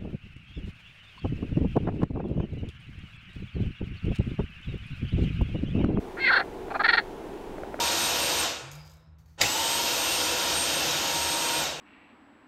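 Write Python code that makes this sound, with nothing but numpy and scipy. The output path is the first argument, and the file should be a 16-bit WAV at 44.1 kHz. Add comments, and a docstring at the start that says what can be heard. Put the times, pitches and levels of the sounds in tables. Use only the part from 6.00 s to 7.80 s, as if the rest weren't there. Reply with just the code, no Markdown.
"""Beside a calm pond, a frog gives one wavering squeal that breaks into a rasp, then a croak of seven
quick notes and a few soft clucks. Its vocal folds snap shut again and again, and each pulse makes its
throat ring; as a note's pulses slow down they turn uneven. The bank gives a short echo and the trees
a faint longer one, over a steady distant rumble."""
import sys
import numpy as np
from scipy import signal
from scipy.fft import rfft, irfft, next_fast_len
from scipy.io import wavfile

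SR = 44100
rng = np.random.default_rng(int(sys.argv[2]) if len(sys.argv) > 2 else 0)


def unload_audio(sound):
    """Save the sound as a 16-bit wav file, at the path given as the first command line argument."""
    columns = np.transpose(np.atleast_2d(sound))
    # keep every value between -1 and 1, then stretch to whole-number steps
    steps = np.round(np.clip(columns, -1, 1) * 32767)
    wavfile.write(sys.argv[1], SR, steps.astype(np.int16))


N = 79380


def squeal():
    """A wavering tone whose dips in pitch grow deeper until it breaks into a rasp."""
    # Each row: time in seconds, pitch in Hz.
    pitch_curve = [(.17, 450), (.197, 485), (.205, 547), (.22, 523), (.232, 540), (.239, 531), (.247, 543),
                   (.258, 501), (.272, 526), (.284, 468), (.298, 562), (.308, 470), (.317, 385),
                   (.325, 505), (.332, 545), (.341, 475), (.351, 375), (.36, 490), (.367, 552), (.382, 435),
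                   (.392, 340), (.43, 320)]
    # Each row: time in seconds, throat ring in Hz at the easy pitch, half width in Hz, roughness 0-1.
    throat_curve = [(.169, 1570, 605, 0.13), (.195, 1760, 680, 0.26), (.207, 2050, 524, 0.03),
                    (.25, 2040, 516, 0.05), (.275, 1990, 475, 0.1), (.288, 1960, 540, 0.01),
                    (.302, 1564, 382, 0.04), (.317, 1665, 420, 0.29), (.332, 1525, 357, 0.09),
                    (.351, 1730, 423, 0.34), (.368, 1555, 390, 0), (.39, 1820, 474, 0.42),
                    (.425, 2100, 564, 0.63)]
    # Each row: time in seconds, throat level in dB.
    level_curve = [(.17, -40), (.178, -38), (.2, -36.5), (.225, -29.5), (.234, -30), (.248, -20),
                   (.257, -28.5), (.268, -21.5), (.29, -21), (.306, -19), (.319, -24.5), (.326, -23.5),
                   (.34, -18), (.354, -25.5), (.367, -19.5), (.382, -23), (.39, -33.5), (.402, -23),
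                   (.415, -28.5), (.43, -44)]
    # Each row: time in seconds, body level in dB, treble level in dB.
    colour_curve = [(.169, -62.5, -67), (.205, -55, -44), (.258, -43.5, -35), (.275, -30, -33.5),
                    (.29, -44, -33), (.302, -29, -43), (.33, -36.5, -29.5), (.348, -29.5, -36),
                    (.37, -29.5, -29.5), (.386, -38, -43), (.404, -32, -34), (.425, -49, -74)]
    easy_pitch_hz = 510
    t = np.arange(pitch_curve[0][0], pitch_curve[-1][0], 1 / SR)
    times = pulse_times(t, *at(pitch_curve, t))
    pitch_hz, = at(pitch_curve, times)
    throat_hz, width_hz, rough = at(throat_curve, times)
    throat_hz = throat_hz * np.sqrt(pitch_hz / easy_pitch_hz)  # the ring rises with the pitch
    throat_db, = at(level_curve, times)
    body_db, treble_db = at(colour_curve, times)
    return voice(times, pitch_hz, rough, throat_hz, width_hz, throat_db, body_db, treble_db)


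def croak():
    """Seven quick pushes of air, one note each."""
    # Each row: start, peak and end in seconds, throat level in dB, pitch at the peak in Hz, throat ring
    # in Hz, body and treble levels in dB, rise and fall in dB, roughness 0-1.
    notes = [(0.704, 0.707, .725, -35, 240.4, 1350, -29.5, -55, 3.5, 2, 0.01),
             (0.741, 0.752, .772, -27, 408.4, 1310, -25.5, -48, 10.5, 8.5, 0.12),
             (.794, 0.801, .819, -21.5, 416, 1410, -27, -41.5, 9, 3, 0),
             (0.836, 0.846, .868, -17, 456.7, 1710, -30, -29.5, 13, 5, .04),
             (0.88, 0.891, .915, -13.5, 476.3, 1763, -29, -24, 13.5, 12, .03),
             (0.922, 0.936, .96, -14, 472.5, 1690, -23, -23.5, 21, 16.5, 0.09),
             (0.971, .981, 1.0, -15, 470, 1715, -27.5, -26.5, 10.5, 14.5, 0.05)]
    return sum(note(*row) for row in notes)


def note(start, peak, end, db, pitch_hz, throat_hz, body_db, treble_db, rise_db, fall_db, rough):
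    """One push of air: it starts a little flat and rough, swells, then slows, weakens and turns uneven."""
    sag_hz_per_s, throat_width_hz, body_lag_s, close_s = 1830, 514, .005, .0054

    def early(t):  # 1 at the start, 0 from the peak on
        return np.clip((peak - t) / (peak - start), 0, 1)

    def late(t):  # 0 up to the peak, 1 at the end
        return np.clip((t - peak) / (end - peak), 0, 1)

    def pitch(t):
        sagging_hz = pitch_hz - sag_hz_per_s * (t - peak)
        return sagging_hz * (1 - .31 * late(t) ** 2 - .1 * early(t) ** 2)

    def swell_db(t):
        rising = rise_db * np.sin(np.pi / 2 * early(t)) ** 1.2
        falling = fall_db * np.sin(np.pi / 2 * late(t)) ** .89
        return -rising - falling

    t = np.arange(start, end, 1 / SR)
    times = pulse_times(t, pitch(t))
    rough = rough + .6 * late(times) ** 1.65 + .15 * early(times) ** 2
    fade_db = 2 * np.clip(1 - (end - times) / close_s, 0, 1)  # the last pulses fade as the folds close
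    throat_db = db + swell_db(times) - fade_db
    body_db = body_db + .91 * swell_db(times - body_lag_s) - fade_db
    treble_db = treble_db + .79 * swell_db(times) - fade_db
    return voice(times, pitch(times), rough, throat_hz, throat_width_hz, throat_db, body_db, treble_db)


def voice(times, pitch_hz, rough, throat_hz, throat_width_hz, throat_db, body_db, treble_db):
    """Pulses ring the throat, body and treble tones; roughness makes the pulses uneven and noisy."""
    # Each row, in both tables: ringing tone in Hz, half width in Hz, relative level in dB.
    body_tones = [(523, 85, -12), (758, 134, -2), (2454, 255, -16.5)]
    treble_tones = [(2725, 170, -10), (3472, 440, -7), (4240, 294, -3), (4740, 270, -20.5),
                    (5360, 580, -30.5), (9200, 2500, -40.5)]
    jitter_cycles, shimmer_db, typical_pulses_per_s = .22, 3.5, 450
    rough = np.clip(rough, 0, 1)
    chance = rng.standard_normal((256, 2))[:len(times)]
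    times = times + jitter_cycles * rough * chance[:, 0] / pitch_hz
    scatter_db = shimmer_db * rough * chance[:, 1]
    rasp = .02 + .22 * rough  # the share of rushing-air noise in a pulse
    tones = [(throat_hz, throat_width_hz, throat_db, rasp)]
    tones += [(hz, width, db + body_db, 4.5 * rasp) for hz, width, db in body_tones]
    tones += [(hz, width, db + treble_db, 3 * rasp) for hz, width, db in treble_tones]
    sound = np.zeros(N)
    for hz, width, db, tone_rasp in tones:
        size = amp(db + scatter_db) * np.sqrt(5 * width / typical_pulses_per_s)  # boosts short rings
        sound += ring(times, hz, width, size, tone_rasp)
    return sound


def pulse_times(t, pitch_hz):
    """One pulse each time the vocal folds finish a cycle."""
    cycles = np.cumsum(np.maximum(pitch_hz, 20)) / SR
    return np.interp(np.arange(int(cycles[-1]) + 1), cycles, t)


def ring(times, hz, width_hz, size, rasp):
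    """Each pulse rings one tone, partly at random (rasp). A larger half width means a shorter ring."""
    times, hz, width_hz, size, rasp = (np.reshape(v, (-1, 1)) for v in (times, hz, width_hz, size, rasp))
    ring_s = .012
    index = np.ceil(times * SR).astype(int) + np.arange(int(ring_s * SR))
    age = index / SR - times
    progress = .75 * np.pi * width_hz * age
    envelope = (progress * np.exp(1 - progress)) ** 3  # loudest when progress is 1
    flutter = rng.standard_normal((256, 2))[:len(times)]
    phase = 2 * np.pi * hz * age
    noisy = flutter[:, :1] * np.sin(phase) + flutter[:, 1:] * np.cos(phase)
    rings = size * envelope * (np.sin(phase) + rasp * noisy)
    return np.bincount(index.ravel(), rings.ravel(), N)[:N]  # add each ring at its place in time


def clucks():
    """Single soft pulses with the throat slack: one just before the croak, four later on."""
    # Each row: start in seconds, level in dB.
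    pulses = [(0.6824, -35), (1.582, -31.5), (1.6338, -29), (1.7421, -26), (1.7913, -26)]
    # Each row: ringing tone in Hz, half width in Hz, relative level in dB.
    tones = [(600, 200, 2.5), (1444, 294, -4), (2000, 640, -6.5)]
    times, db = np.transpose(pulses)
    return sum(ring(times, hz, width, amp(db + level), rasp=.12) for hz, width, level in tones)


def echo(sound, fade_s):
    """Sound bounces back as a blurred tail that starts after a short trip and drops 60 dB in fade_s."""
    delay_s = .008
    t = np.arange(SR // 2) / SR
    tail = rng.standard_normal(len(t)) * amp(-60 * t / fade_s) * (t > delay_s)
    return signal.fftconvolve(sound, tail / np.linalg.norm(tail))[:N]


def air():
    """Steady distant rumble and faint hiss."""
    # Each row: frequency in Hz, relative noise level in dB.
    spectrum = [(13, -19), (22, 0), (49, -10), (70, -13), (138, -14.5), (187, -10.5), (253, -10.5),
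                (275, -5), (306, -6), (371, -1), (489, -9), (560, -14), (643, -13), (846, -10.5),
                (1240, -24.5), (1350, -23.5), (2090, -28.5), (3160, -32), (4760, -39.5), (5320, -39.5),
                (15500, -49)]
    hz, db = np.transpose(spectrum)
    noise = rng.standard_normal(N)
    return unit(filtered(noise, lambda f: amp(np.interp(np.log(f + 1), np.log(hz + 1), db))))


def amp(db):
    """Turn decibels into a multiplier."""
    return 10 ** (np.asarray(db) / 20)


def unit(sound):
    """Scale a sound to an average power of 1."""
    return sound / np.sqrt(np.mean(sound ** 2) + 1e-20)


def at(rows, times):
    """Read each column of a table at the given times, gliding between rows."""
    row_times, *columns = np.transpose(rows)
    return [np.interp(times, row_times, column) for column in columns]


def filtered(sound, gain):
    """Turn each frequency up or down by gain(hz)."""
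    size = next_fast_len(N + SR // 2)
    return irfft(rfft(sound, size) * gain(np.fft.rfftfreq(size, 1 / SR)), size)[:N]


def scene():
    """The frog, its echoes and the open air."""
    frog = squeal() + croak() + clucks()
    bank = amp(-19) * echo(frog, fade_s=.08)
    trees = amp(-43) * echo(frog, fade_s=.7)
    return (frog + bank + trees + amp(-39) * air())[None]


def record(dry):
    """Cut away the very highest treble."""
    return filtered(dry[0], lambda hz: hz < 15800)[None]


dry = scene()
out = record(dry)
unload_audio(out)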